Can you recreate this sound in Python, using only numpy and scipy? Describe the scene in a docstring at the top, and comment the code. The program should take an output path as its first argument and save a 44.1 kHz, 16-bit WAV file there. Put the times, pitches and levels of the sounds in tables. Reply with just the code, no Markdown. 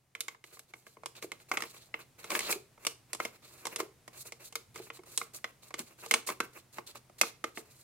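"""A quiet room: two hands fold a small paper model close to a stereo camera microphone.
Creases buckle with short snaps that ring the stiff flaps, each trailed by a faint wash of hiss.
Fingers slide on the paper with a grainy stick-slip hiss and faint ticks; low hollow bumps come between.
The room answers briefly, over still air and a low hum."""
import sys
import numpy as np
from scipy import signal
from scipy.fft import rfft, irfft, next_fast_len
from scipy.io import wavfile
from scipy.ndimage import map_coordinates

SR = 44100
rng = np.random.default_rng(int(sys.argv[2]) if len(sys.argv) > 2 else 0)


def generate_wav(sig):
    """Save sig (samples, or channels by samples) to the path in sys.argv[1] as 16-bit PCM at SR."""
    pcm = np.round(np.clip(np.atleast_2d(sig).T, -1, 1) * 32767).astype(np.int16)
    wavfile.write(sys.argv[1], SR, pcm)


N = 345303
TOP_HZ = 16000


def amp(db):
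    """Decibels to gain."""
    return 10 ** (np.asarray(db) / 20)


def unit(x):
    """Scale to rms 1."""
    return x / np.sqrt(np.mean(x ** 2) + 1e-20)


def along(points, hz):
    """Interpolate (freq_hz, value) points on a log axis."""
    freqs_hz, values = np.transpose(points)
    return np.interp(np.log(hz + 1), np.log(freqs_hz), values)


def wobble(rate_hz):
    """Smooth random curve, rate_hz knots a second."""
    knots = rng.standard_normal(int(N * rate_hz / SR) + 4)
    return map_coordinates(knots, [np.arange(N) * rate_hz / SR])


def filtered(x, response):
    """Apply a complex frequency response."""
    n = x.shape[-1]
    padded = next_fast_len(n + min(n, SR // 2), real=True)
    return irfft(rfft(x, padded) * response(np.fft.rfftfreq(padded, 1 / SR)), padded)[..., :n]


def coloured(x, spectrum):
    """Apply a (freq_hz, gain_db) curve."""
    return filtered(x, lambda hz: amp(along(spectrum, hz)))


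def band(x, low_hz, high_hz, order):
    """Causal band-pass."""
    edges_hz = np.clip([low_hz, high_hz], 20, SR / 2 - 100)
    return signal.sosfilt(signal.butter(order, edges_hz, "bandpass", fs=SR, output="sos"), x)


# Left-right likeness: freq_hz, coherence
PORT_COHERENCE = [(100, 0.87), (300, 0.85), (550, 0.69), (1200, 0.38), (3000, 0.68), (8000, 0.16),
                  (15000, 1)]

def ports(pair, lag_s):
    """Two unrelated signals become partly alike at the microphone ports; the left lags."""
    angle = lambda hz: np.arccos(np.clip(along(PORT_COHERENCE, hz), 0, 1)) / 2
    mid, side = filtered(pair, lambda hz: np.array([np.cos(angle(hz)), np.sin(angle(hz))]))
    left = filtered(mid + side, lambda hz: np.exp(-2j * np.pi * hz * lag_s))
    return np.array([left, mid - side])


# Still air and microphone hiss: freq_hz, gain_db
AIR_SPECTRUM = [(20, -23.5), (60, -13), (125, -6), (180, -12.5), (420, -18), (700, -19), (1500, -24),
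                (2150, -23.5), (3200, -27.5), (9000, -27.5), (16000, -36.5)]

def air_and_hum(air_db=-66, hum_db=-72, hum_hz=126, start_db=-9, swell_s=1.43):
    """Room air and a wavering low hum, both swelling in."""
    t = np.arange(N) / SR
    air = unit(coloured(ports(rng.standard_normal((2, N)), lag_s=0), AIR_SPECTRUM))
    hum = unit(np.sin(2 * np.pi * hum_hz * t + 0.47 * wobble(24)) * amp(0.7 * wobble(26)))
    swell = amp(start_db * np.maximum(1 - t / swell_s, 0))
    return (amp(air_db) * air + amp(hum_db) * hum) * swell


def buckle(t, lag_s, run_s, t60_s, kick):
    """A crease gives way with a kick, runs on briefly and dies away."""
    envelope = amp(-60 * np.maximum(t - run_s, 0) / t60_s) * (1 + kick * np.exp(-t / 0.00048))
    return ports(rng.standard_normal((2, len(t))) * envelope, lag_s)


# Resonances of the folded shape: centre_hz, width_hz, gain_db
SHAPE_MODES = [(461, 18.7, 9), (1132, 226, 7), (2144, 88, 13)]

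def folded_shape(hz):
    """Response of the folded shape: direct path plus resonances."""
    return 1 + sum(amp(db) * 1j * hz * width_hz / (centre_hz ** 2 - hz ** 2 + 1j * hz * width_hz)
                   for centre_hz, width_hz, db in SHAPE_MODES)


def mode(t, pitch_hz, t60_s):
    """One resonance swings up within a cycle and decays, its pitch unsteady."""
    drift_rad = np.cumsum(rng.standard_normal(len(t))) * 9 / np.sqrt(SR)
    envelope = amp(-60 * t / t60_s) * (1 - np.exp(-2 * pitch_hz * t))
    return np.sin(2 * np.pi * pitch_hz * t + drift_rad) * envelope


# Sheet thud under a crease of typical strength: time_s, level_db
THUD_LEVELS = [(.2, -57), (1.2, -45), (2, -50), (3.3, -42.5), (5.2, -49), (6.3, -43), (7.5, -42)]
# Buckling creases: start_s, flap_hz, strength_db, sharpness_db (fibre fizz over flap ring)
CREASE_SNAPS = [(0.151, 2145, -40, -18), (0.2062, 3560, -40.5, 5), (0.2821, 2220, -37.5, -9),
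                (0.347, 1000, -54.5, -31), (.4403, 2120, -51, -9), (0.571, 1130, -57, -18),
                (.593, 1690, -57, 6.5), (0.7367, 2270, -45.5, -20), (0.8671, 1610, -53, -15),
                (.969, 1070, -56, -33), (1.0344, 1030, -48.5, -24), (1.059, 1020, -42.5, 1.5),
                (1.2249, 2095, -44, -4.5), (1.3178, 2110, -39, -10.5), (1.515, 1132, -27, -19.5),
                (1.5377, 840, -46.5, -9), (1.572, 2120, -29, -16.5), (1.605, 1230, -42.5, -6),
                (1.622, 1890, -36.5, -7), (1.6358, 1130, -41.5, -12), (1.941, 2050, -33, -38),
                (2.2426, 1300, -46.5, -5), (2.3038, 2430, -38.5, -3), (2.317, 2320, -37, -9),
                (2.3512, 1690, -29, -11.5), (2.3914, 1990, -37, 3), (2.4055, 2080, -39, -5),
                (2.5255, 2510, -32, -17), (2.777, 1310, -63.5, -23), (2.8498, 2300, -42, -2.5),
                (2.8674, 2810, -32, 2), (3.1316, 1960, -43.5, 7.5), (3.148, 2150, -47.5, 3),
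                (3.2011, 1267, -30.5, -22.5), (3.251, 2180, -35.5, -9), (3.6542, 1020, -40.5, -0.5),
                (3.6688, 1040, -40, 0.5), (3.7602, 2690, -40.5, 4), (3.801, 1170, -34, -9),
                (4.0782, 1950, -50.5, -4.5), (4.322, 2180, -46.5, -3), (4.525, 2150, -57, 4),
                (4.5548, 2140, -36.5, -1), (4.7591, 1220, -46, -7), (4.902, 2120, -41, -28),
                (4.991, 1110, -57.5, -20), (5.035, 1310, -61, -8), (5.1755, 1060, -43, 16),
                (5.2143, 1210, -35.5, -25), (5.4428, 2080, -33, -19.5), (5.7061, 1040, -51, -14),
                (5.741, 2135, -37.5, -8.5), (5.792, 2720, -49, 10.5), (6.0612, 855, -46.5, -4),
                (6.111, 2120, -23.5, -5.5), (6.1393, 2225, -22.5, -4.5), (6.2735, 2580, -45, -0.5),
                (6.2897, 1138, -35, -15), (6.3004, 1200, -38, -11), (6.4028, 1356, -27.5, -14),
                (6.784, 1050, -38.5, -24), (6.9557, 1210, -57, 0), (7.097, 1260, -67, -4.5),
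                (7.2132, 2494, -22, -3.5), (7.2329, 1150, -33.5, -34), (7.4408, 1248, -31, -15.5),
                (7.5738, 2090, -41, -20)]

def snaps(tone_gain=0.76, clack_ratio=1.836, typical_db=-40, size=2048):
    """Each buckle thuds the sheet, rings a flap, cracks and fizzes along the fibres."""
    out, t = np.zeros((2, N + size)), np.arange(size) / SR
    level = lambda x, db: amp(db) * unit(x) * np.sqrt(0.01 * SR / size)  # energy of 10 ms at db
    for start_s, flap_hz, strength_db, sharpness_db in CREASE_SNAPS:
        lag_s = rng.uniform(2e-5, 9.3e-5)  # each crease has its own angle to the ports
        thud = buckle(t, lag_s, run_s=0.002, t60_s=0.042, kick=0.23)
        thud = band(filtered(thud, folded_shape), 235, 850, order=3)
        grip_detune = 1 + 0.012 * rng.standard_normal()
        clack = buckle(t, lag_s, run_s=0.0027, t60_s=0.021, kick=0.82)
        clack = filtered(clack, lambda hz: folded_shape(hz * grip_detune))
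        centre_hz = np.sqrt(flap_hz * 1500)  # a large, low flap darkens the clack
        clack = band(clack, centre_hz / clack_ratio, centre_hz * clack_ratio, order=3)
        ring = unit(clack) + tone_gain * unit(mode(t, flap_hz, t60_s=0.019))
        crack = band(buckle(t, lag_s, run_s=0.0014, t60_s=0.037, kick=0.42), 2300, 7270, order=3)
        fizz = buckle(t, lag_s, run_s=0.0017, t60_s=0.031, kick=1.9)
        fizz = band(band(fizz, 7170, TOP_HZ, order=3), 2300, 10400, order=2)
        thud_db = np.interp(start_s, *np.transpose(THUD_LEVELS)) + 0.59 * (strength_db - typical_db)
        crack_db = strength_db + 0.5 + 0.64 * sharpness_db
        snap = (level(thud, thud_db) + level(ring, strength_db)
                + level(crack, crack_db) + level(fizz, strength_db + sharpness_db))
        out[:, round(start_s * SR):][:, :size] += snap
    return out[:, :N]


def friction(rate_hz, spread_db, smooth_power):
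    """Stick-slip: tiny unequal catches over smooth sliding, under uneven finger pressure."""
    catches = (rng.random(N) < rate_hz / SR) * amp(spread_db * np.minimum(rng.exponential(size=N), 4))
    power = signal.lfilter([1], [1, -np.exp(-1 / (0.0018 * SR))], catches ** 2)
    pressure = amp(3.4 * wobble(55) + 1.8 * wobble(22))
    grain = np.sqrt(power / power.mean() + smooth_power) * pressure
    return ports(grain * rng.standard_normal((2, N)), lag_s=8e-5)


# Bending sheet: freq_hz, gain_db
RUSTLE_SPECTRUM = [(20, -62), (80, -26), (250, -3.5), (440, 3), (830, -4.5), (1200, 0.5), (1850, -6.5),
                   (2150, -2), (2700, -0.5), (3300, -24), (6000, -14.5)]
# Paper sliding on skin and paper: freq_hz, gain_db
HISS_SPECTRUM = [(1500, -18), (3200, -4), (4200, 3.5), (5200, -5), (7500, 0), (12000, -7), (16000, -11)]
# Finger strokes: start_s, end_s, hiss_db, rustle_over_hiss_db
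FINGER_STROKES = [(.44, 0.598, -60.5, -8.5), (0.524, 0.559, -50.5, -6.5), (0.68, 0.719, -62, -5),
                  (0.734, 0.966, -64, -16), (1.084, 1.29, -83, -3), (1.149, 1.2, -55.5, 3.5),
                  (1.216, 1.262, -43.5, -11), (1.388, 1.438, -56.5, -4.5), (1.484, 1.678, -59, 6),
                  (1.667, 1.89, -57, -11.5), (1.735, 1.79, -53.5, -6.5), (1.991, 2.042, -62.5, 7),
                  (2.18, 2.26, -59, 4), (2.225, 2.31, -56, 6), (2.296, 2.392, -41, 2.5),
                  (2.405, 2.566, -40.5, 2), (2.495, 2.537, -26, -30), (2.793, 2.91, -66.5, 6.5),
                  (3.086, 3.17, -78, 15), (3.19, 3.297, -55.5, 3.5), (3.323, 3.378, -60, -2.5),
                  (3.419, 3.68, -61, 1), (3.646, 3.773, -63.5, 13.5), (3.779, 3.822, -47, 7),
                  (4.129, 4.234, -52, -7.5), (4.247, 4.301, -48, -5.5), (4.394, 4.494, -56, -2.5),
                  (4.743, 4.807, -47, -4), (4.786, 4.906, -58.5, -3), (4.927, 4.987, -55.5, -4),
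                  (5.056, 5.178, -53.5, -9.5), (5.192, 5.243, -47.5, -5), (5.333, 5.39, -49.5, -7),
                  (5.621, 5.701, -62, 2), (5.78, 5.828, -43, -4.5), (5.856, 5.95, -61, -3),
                  (5.977, 6.135, -56.5, -0.5), (6.264, 6.341, -44, -6), (6.527, 6.615, -58, -3.5),
                  (6.726, 6.8, -56, -1.5), (6.862, 6.925, -50.5, -4.5), (6.948, 6.983, -53.5, 8),
                  (7.181, 7.323, -52, -6), (7.547, 7.623, -50, -18), (7.645, 7.848, -63.5, -7)]

def sliding(after_snap_s=0.073, attack_s=0.011, release_s=0.026, arch_db=4, split_hz=4800):
    """Stroked paper hisses and rustles; a short, faint wash of both also follows each snap."""
    strokes = [(start_s, end_s, hiss_db + over_db, hiss_db)
               for start_s, end_s, hiss_db, over_db in FINGER_STROKES]
    after_snap_hiss = [
        (start_s, start_s + after_snap_s, strength_db - 26.5, strength_db - 27 + 0.93 * sharpness_db)
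        for start_s, _, strength_db, sharpness_db in CREASE_SNAPS]
    t, powers = np.arange(N) / SR, np.zeros((3, N))
    for start_s, end_s, rustle_db, hiss_db in strokes + after_snap_hiss:
        during = slice(*np.searchsorted(t, [start_s, end_s]))
        age_s, length_s = t[during] - start_s, end_s - start_s
        fade = np.clip(np.minimum(age_s / attack_s, (length_s - age_s) / release_s), 0, 1)
        swell_db = arch_db * (np.sin(np.pi * age_s / length_s) - 2 / np.pi)
        low_hiss_db = hiss_db + 0.52 * (rustle_db - hiss_db) - 0.55  # a light glide is brighter
        powers[:, during] += fade * amp(np.vstack([rustle_db, low_hiss_db, hiss_db]) + swell_db) ** 2
    rustle = unit(coloured(friction(rate_hz=900, spread_db=6.5, smooth_power=4.16), RUSTLE_SPECTRUM))
    hiss = unit(coloured(friction(rate_hz=320, spread_db=1.5, smooth_power=1.5), HISS_SPECTRUM))
    low_hiss = filtered(hiss, lambda hz: 1 / (1 + (hz / split_hz) ** 4))
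    roll_db = 3 * wobble(rate_hz=16)  # rolling fingers shift the low-high balance
    layers = [rustle, low_hiss * amp(-roll_db), (hiss - low_hiss) * amp(roll_db)]
    return sum(np.sqrt(power) * layer for power, layer in zip(powers, layers))


# Room colour: freq_hz, gain_db
ROOM_SPECTRUM = [(100, 8), (440, 5), (700, 0.5), (2200, -4.5), (3300, -1), (15000, -0.5)]
# Room decay: freq_hz, t60_s
ROOM_DECAY = [(200, 0.26), (4000, 0.29), (14000, 0.22)]

def room(x, first_echo_s=0.0024):
    """Small-room reverberation; each frequency decays at its own rate."""
    noise = ports(rng.standard_normal((2, SR // 2)), lag_s=0)
    hz, t, frames = signal.stft(noise, SR, nperseg=256)
    decay = amp(-60 * t / along(ROOM_DECAY, hz)[:, None])
    _, tail = signal.istft(frames * decay, SR, nperseg=256)
    tail = coloured(tail / np.linalg.norm(tail[0]), ROOM_SPECTRUM)
    tail = np.pad(tail, ((0, 0), (round(first_echo_s * SR), 0)))
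    return signal.fftconvolve(x, tail, axes=1)[:, :N]


def ticks(mean_gap_s=0.058, spread_db=4.0, max_per_stroke=10, size=1024):
    """Strained paper gives way in small ticks during a stroke, louder under a harder one."""
    out, t = np.zeros((2, N + size)), np.arange(size) / SR
    for start_s, end_s, hiss_db, rustle_over_hiss_db in FINGER_STROKES:
        gaps, pitches, strengths = rng.random((3, max_per_stroke))
        onsets_s = start_s + np.cumsum(2 * mean_gap_s * gaps)
        for onset_s, pitch, strength in zip(onsets_s, pitches, strengths):
            burst = buckle(t, lag_s=7e-5, run_s=0.00078, t60_s=0.044, kick=0.89)
            if onset_s < min(end_s, N / SR):
                pitch_hz = 900 * 6 ** pitch
                tick = band(burst, pitch_hz / 2, pitch_hz * 2, order=2)
                tick /= tick[:, :size // 8].std()
                level_db = hiss_db + rustle_over_hiss_db / 2 + spread_db * (2 * strength - 1)
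                out[:, round(onset_s * SR):][:, :size] += amp(level_db) * tick
    return out[:, :N]


# Short pitched rings: start_s, pitch_hz, level_db, t60_s
BUMPS_AND_RINGS = [(0.968, 436, -56.5, 0.15), (1.243, 390, -23.5, 0.017), (2.527, 431, -34.5, 0.083),
                   (2.556, 399.6, -35, 0.11), (3.801, 422, -33, 0.11), (3.826, 406, -32, 0.032),
                   (4.681, 122, -56, 0.71), (4.799, 467, -36, 0.055), (4.989, 366, -38, 0.032),
                   (5.799, 256, -34.5, 0.045), (6.405, 1544, -36.5, 0.14), (7.574, 438, -34.5, 0.08)]

def bumps_and_rings(flutter_gain=0.25, size=8192):
    """Decaying tones with a noisy flutter: low hollow bumps, and one higher flap ring after a snap."""
    out, t = np.zeros(N + size), np.arange(size) / SR
    for start_s, pitch_hz, level_db, t60_s in BUMPS_AND_RINGS:
        noise = unit(band(rng.standard_normal(size), pitch_hz / 2.44, pitch_hz * 1.93, order=2))
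        flutter = flutter_gain * noise * amp(-60 * t / t60_s)
        ring = band(mode(t, pitch_hz, t60_s) + flutter, pitch_hz / 2, pitch_hz * 2, order=2)
        out[round(start_s * SR):][:size] += amp(level_db) * ring
    return out[:N]


def scene(room_db=-12):
    """Paper and its reverberation lean right, most in the treble, over air and hum."""
    paper = snaps() + bumps_and_rings() + sliding() + ticks()
    lean_right = lambda hz: amp(np.outer([-1, 1], along([(2000, 0.5), (8000, 1.0)], hz)))
    return filtered(paper + amp(room_db) * room(paper), lean_right) + air_and_hum()


def record(dry):
    """The camera's band limit: a steep low-pass."""
    return filtered(dry, lambda hz: 1 / (1 + (hz / TOP_HZ) ** 120))


dry = scene()
out = record(dry)
generate_wav(out)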